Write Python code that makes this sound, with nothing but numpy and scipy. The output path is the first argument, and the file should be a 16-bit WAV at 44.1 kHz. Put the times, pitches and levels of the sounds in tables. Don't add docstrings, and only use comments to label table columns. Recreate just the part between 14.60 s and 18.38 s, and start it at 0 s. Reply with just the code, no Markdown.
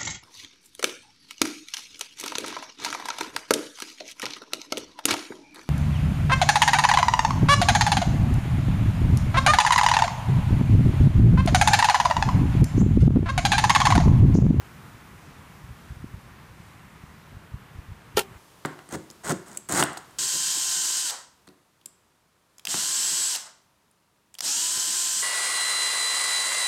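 import sys
import numpy as np
from scipy import signal
from scipy.fft import rfft, irfft
from scipy.io import wavfile
from scipy.ndimage import uniform_filter1d

SR = 44100
rng = np.random.default_rng(int(sys.argv[2]) if len(sys.argv) > 2 else 0)


def materialize(psi):
    bounded = np.clip(np.atleast_2d(psi).T, -1, 1)
    quanta = np.round(bounded * 32767).astype(np.int16)
    wavfile.write(sys.argv[1], SR, quanta)


def magnitude_from_level(level_db):
    exponent = np.asarray(level_db, float) / 20
    return 10 ** exponent


N = 166698

# f/Hz, level/dB [per Hz]
WIND_SPECTRUM = [(18, -28), (55, -1.5), (150, 0), (300, -10.5), (600, -17), (1050, -11.5), (2000, -16.5),
                 (4500, -28.5), (15300, -34.5)]
# t/s, level/dB
BREEZE_LEVEL = [
    (0.0, -52.5),
    (1.27, -53.5),
    (1.6, -54),
    (2.13, -54),
    (3.43, -55),
    (3.78, -53),
]
# t/s, peak level/dB, f/Hz [set by eddy size], sign [+1 push, -1 suction]
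EDDIES = [(0.351, -36.5, 118, 1), (0.6921, -36.5, 116, 1), (1.043, -34.5, 96, 1), (1.0942, -34, 121, 1),
          (1.1103, -29, 85, 1), (1.1263, -36.5, 105, 1), (1.3076, -27.5, 99, -1), (1.3229, -29, 92, -1),
          (1.3713, -31.3, 106, -1), (1.4062, -34, 117, 1), (1.4323, -33, 105, 1), (1.444, -23.5, 217, 1),
          (1.465, -35, 96, -1), (1.544, -26.6, 105, 1), (1.5782, -39, 95, 1), (2.003, -33.5, 133, -1),
          (2.439, -31, 136, -1), (2.7487, -36.5, 87, -1), (2.77, -31.5, 101, -1), (2.9213, -38, 92, -1),
          (2.9438, -22.5, 106, 1), (2.9552, -34, 84, -1), (2.9697, -39, 89, -1), (3.158, -32.5, 88, -1),
          (3.1904, -28, 78.4, -1), (3.2884, -34.5, 85, -1), (3.3043, -34, 97.5, 1), (3.3197, -29, 92, -1),
          (3.5542, -30.4, 93, 1), (3.763, -39, 76, 1)]
# t/s, level/dB
RATTLE_LEVEL = [
    (3.557, -60),
    (3.5650, -51),
    (3.5695, -26),
    (3.583, -27),
    (3.587, -31),
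    (3.593, -24),
    (3.604, -35),
    (3.615, -38),
    (3.640, -58),
]
# f/Hz, level/dB [per Hz]
RATTLE_SPECTRUM = [(300, -25), (900, -1), (2000, -7), (3200, -0.5), (5000, -7.5), (9500, -9.5),
                   (15500, -10)]
# t/s, limb level/dB, metal level/dB, contact time/ms
IMPACTS = [
    (3.5702, -27, -17, .3),
    (3.5725, -7.5, -19.5, 0.24),
    (3.5748, -17.5, -22, 0.53),
    (3.58, -18.5, -20, 0.27),
    (3.5829, -22, -18, .3),
    (3.5879, -16, -29, 0.4),
    (3.592, -28.5, -14.5, .5),
    (3.6120, -30.5, -34, 0.51),
]
# f/Hz, level/dB, t60/s
LIMB_MODES = [(216, -12, 0.035), (375, -9, 0.14), (425, -1, 0.13), (518, 1.5, 0.041), (675, -11, 0.15),
              (740, -12.5, 0.15), (833, -6.5, 0.13), (925, -11.5, 0.11), (1050, -28, .08),
              (1327, -9, 0.072), (1390, -6.5, .065), (1523, -10.5, 0.055), (1838, -4, 0.044)]
# f/Hz, level/dB, t60/s
METAL_MODES = [(2320, -14, 0.069), (2800, 2.5, 0.058), (3040, 0, 0.036), (3220, -0.5, 0.034),
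               (3625, -8, 0.036), (4370, -6.5, 0.042), (5060, -6, 0.023), (5870, -8, 0.037),
               (6570, -9, 0.033), (7030, -4, 0.027), (9340, -5.5, 0.034), (10400, -6, .03),
               (11860, -10, 0.015), (14000, -9, .02)]
# f/Hz, level/dB, t60/s
STRING_MODES = [
    (391, -27, 0.37),
    (778, -18.5, 0.22),
]

BREEZE_LIFT_DB, TREBLE_SWELL = 0.5, 0.82
BUFFET_DB, BUFFET_HZ, FLICKER_DB = 1.7, 200, .7
PUFF_TURNS, PUFF_EDGE = 0.45, 1.73
PUFF_CREST_DB, PUFF_CREST = -16.5, 1.76
RATTLE_PER_S, RATTLE_SCATTER_DB, RATTLE_DB = 11000, 2.2, 1
RATTLE_RING_DB, CHATTER_S = -5, 0.00085
ZIP_S, ZIP_LONG_S, ZIP_DB = 3.5715, 0.0025, -20
ZIP_HZ, ZIP_RISE_HZ_PER_S = 5020, 920000
LIMB_LOW_HZ, METAL_LOW_HZ = 230, 2280
DAMPER_S, DAMPER_DB, DAMPER_GRIP_S = 3.618, -7, .004
GROUND_S, GROUND_DB = .0045, -12
TOP_HZ, BOTTOM_HZ = 15260, 26


def colour(x, table):
    hz, db = np.array(table).T
    f = np.maximum(np.arange(N // 2 + 1) * SR / N, 1)
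    gain = magnitude_from_level(np.interp(np.log(f), np.log(hz), db))
    return irfft(rfft(x) * gain, N)


def unit(x):
    return x / np.sqrt(np.mean(x ** 2))


def curve(table):
    s, db = np.array(table).T
    return magnitude_from_level(np.interp(np.arange(N) / SR, s, db))


def walk(rate):
    k = int(SR / rate)
    held = np.repeat(rng.standard_normal(N // k + 1), k)
    smooth = uniform_filter1d(uniform_filter1d(held, k), k)
    return unit(smooth[:N])


def ring(x, modes):
    out = 0
    for k, (hz, db, t60) in enumerate(modes):
        pole = np.exp(2j * np.pi * hz / SR - np.log(1000) / (t60 * SR))
        sign = (-1) ** (k * (hz > 1000))
        out = out + sign * magnitude_from_level(db) * signal.lfilter([1], [1, -pole], x).imag
    return out


def thin(x, hz):
    return signal.sosfilt(signal.butter(2, hz, "high", fs=SR, output="sos"), x)


def breeze():
    hiss = rfft(colour(rng.standard_normal(N), WIND_SPECTRUM))
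    octave = np.log2(np.maximum(np.arange(len(hiss)) * SR / N, 1))
    middle = abs(octave - np.log2(1340)) < np.log2(5) / 2
    ref = np.sqrt(np.mean(irfft(hiss * middle, N) ** 2))
    gust = walk(30.2)
    strength = curve(BREEZE_LEVEL)
    swell = unit(strength)
    out = 0
    for c in np.arange(4, 14.6, .5):
        window = np.cos(np.pi * np.clip(octave - c, -.5, .5)) ** 2
        band = irfft(hiss * window, N)
        low = 1 / (1 + (2 ** c / BUFFET_HZ) ** 2)
        flutter = magnitude_from_level(BUFFET_DB * low * gust + FLICKER_DB * walk(9))
        out = out + band * swell ** (TREBLE_SWELL * (c > 12)) * flutter
    return out / ref * strength * magnitude_from_level(BREEZE_LIFT_DB)


def swing(turn):
    return np.exp(-abs(turn / PUFF_TURNS) ** PUFF_EDGE) * np.cos(2 * np.pi * turn)


def puffs():
    s, db, hz, way = np.array(EDDIES).T[:, :, None]
    turn = (np.arange(N) / SR - s) * hz * 0.88
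    pressure = swing(turn) + magnitude_from_level(PUFF_CREST_DB) * swing(PUFF_CREST * turn)
    return np.sum(np.sign(way) * magnitude_from_level(db - .6) * pressure, axis=0)


def arrow():
    t = np.arange(N) / SR - ZIP_S
    cycles = ZIP_HZ * t + .5 * ZIP_RISE_HZ_PER_S * t ** 2
    return magnitude_from_level(ZIP_DB) * np.exp(-(t / ZIP_LONG_S) ** 2) * np.sin(2 * np.pi * cycles)


def rattle_gate():
    t = np.arange(N) / SR
    settle = np.clip((RATTLE_LEVEL[-1][0] + 0.045 - t) / .05, 0, 1)
    return curve(RATTLE_LEVEL) * (t > RATTLE_LEVEL[0][0]) * settle


def rattle(gate):
    hits = rng.random(N) < RATTLE_PER_S / SR
    clicks = hits * rng.standard_normal(N) * magnitude_from_level(RATTLE_SCATTER_DB * walk(700))
    return magnitude_from_level(RATTLE_DB) * unit(colour(clicks, RATTLE_SPECTRUM)) * gate


def bow():
    t = np.arange(N) / SR
    chatter = rng.standard_normal(N)
    limbs, metal = 0, 0
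    for s, limb_db, metal_db, ms in IMPACTS:
        push = np.exp(-((t - s) * 4000 / ms) ** 2)
        limbs = limbs - magnitude_from_level(limb_db - 9.5) * push / push.sum()
        metal = metal + magnitude_from_level(metal_db - 24.5) * chatter * np.exp(-((t - s) / CHATTER_S) ** 2)
    gate = rattle_gate()
    loose = rattle(gate)
    limb_ring = ring(limbs + magnitude_from_level(-31.5) * chatter * gate, LIMB_MODES)
    metal_ring = ring(metal + magnitude_from_level(RATTLE_RING_DB - 34) * loose, METAL_MODES)
    body = thin(limb_ring, LIMB_LOW_HZ) + thin(thin(metal_ring, METAL_LOW_HZ), METAL_LOW_HZ)
    damper = magnitude_from_level(DAMPER_DB * (.5 + .5 * np.tanh((t - DAMPER_S) / DAMPER_GRIP_S)))
    return body * damper + loose + ring(limbs, STRING_MODES)


def scene():
    shot = bow() + arrow()
    shot = shot + magnitude_from_level(GROUND_DB) * np.roll(shot, int(GROUND_S * SR))
    return (breeze() + puffs() + shot)[None]


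def low_pass(x):
    return signal.sosfilt(signal.butter(12, 16460, fs=SR, output="sos"), x)


def record(dry):
    top = signal.ellip(12, .3, 45, TOP_HZ, fs=SR, output="sos")
    mix = signal.sosfilt(top, thin(dry, BOTTOM_HZ))
    return low_pass(mix)


dry = scene()
out = record(dry)
materialize(out)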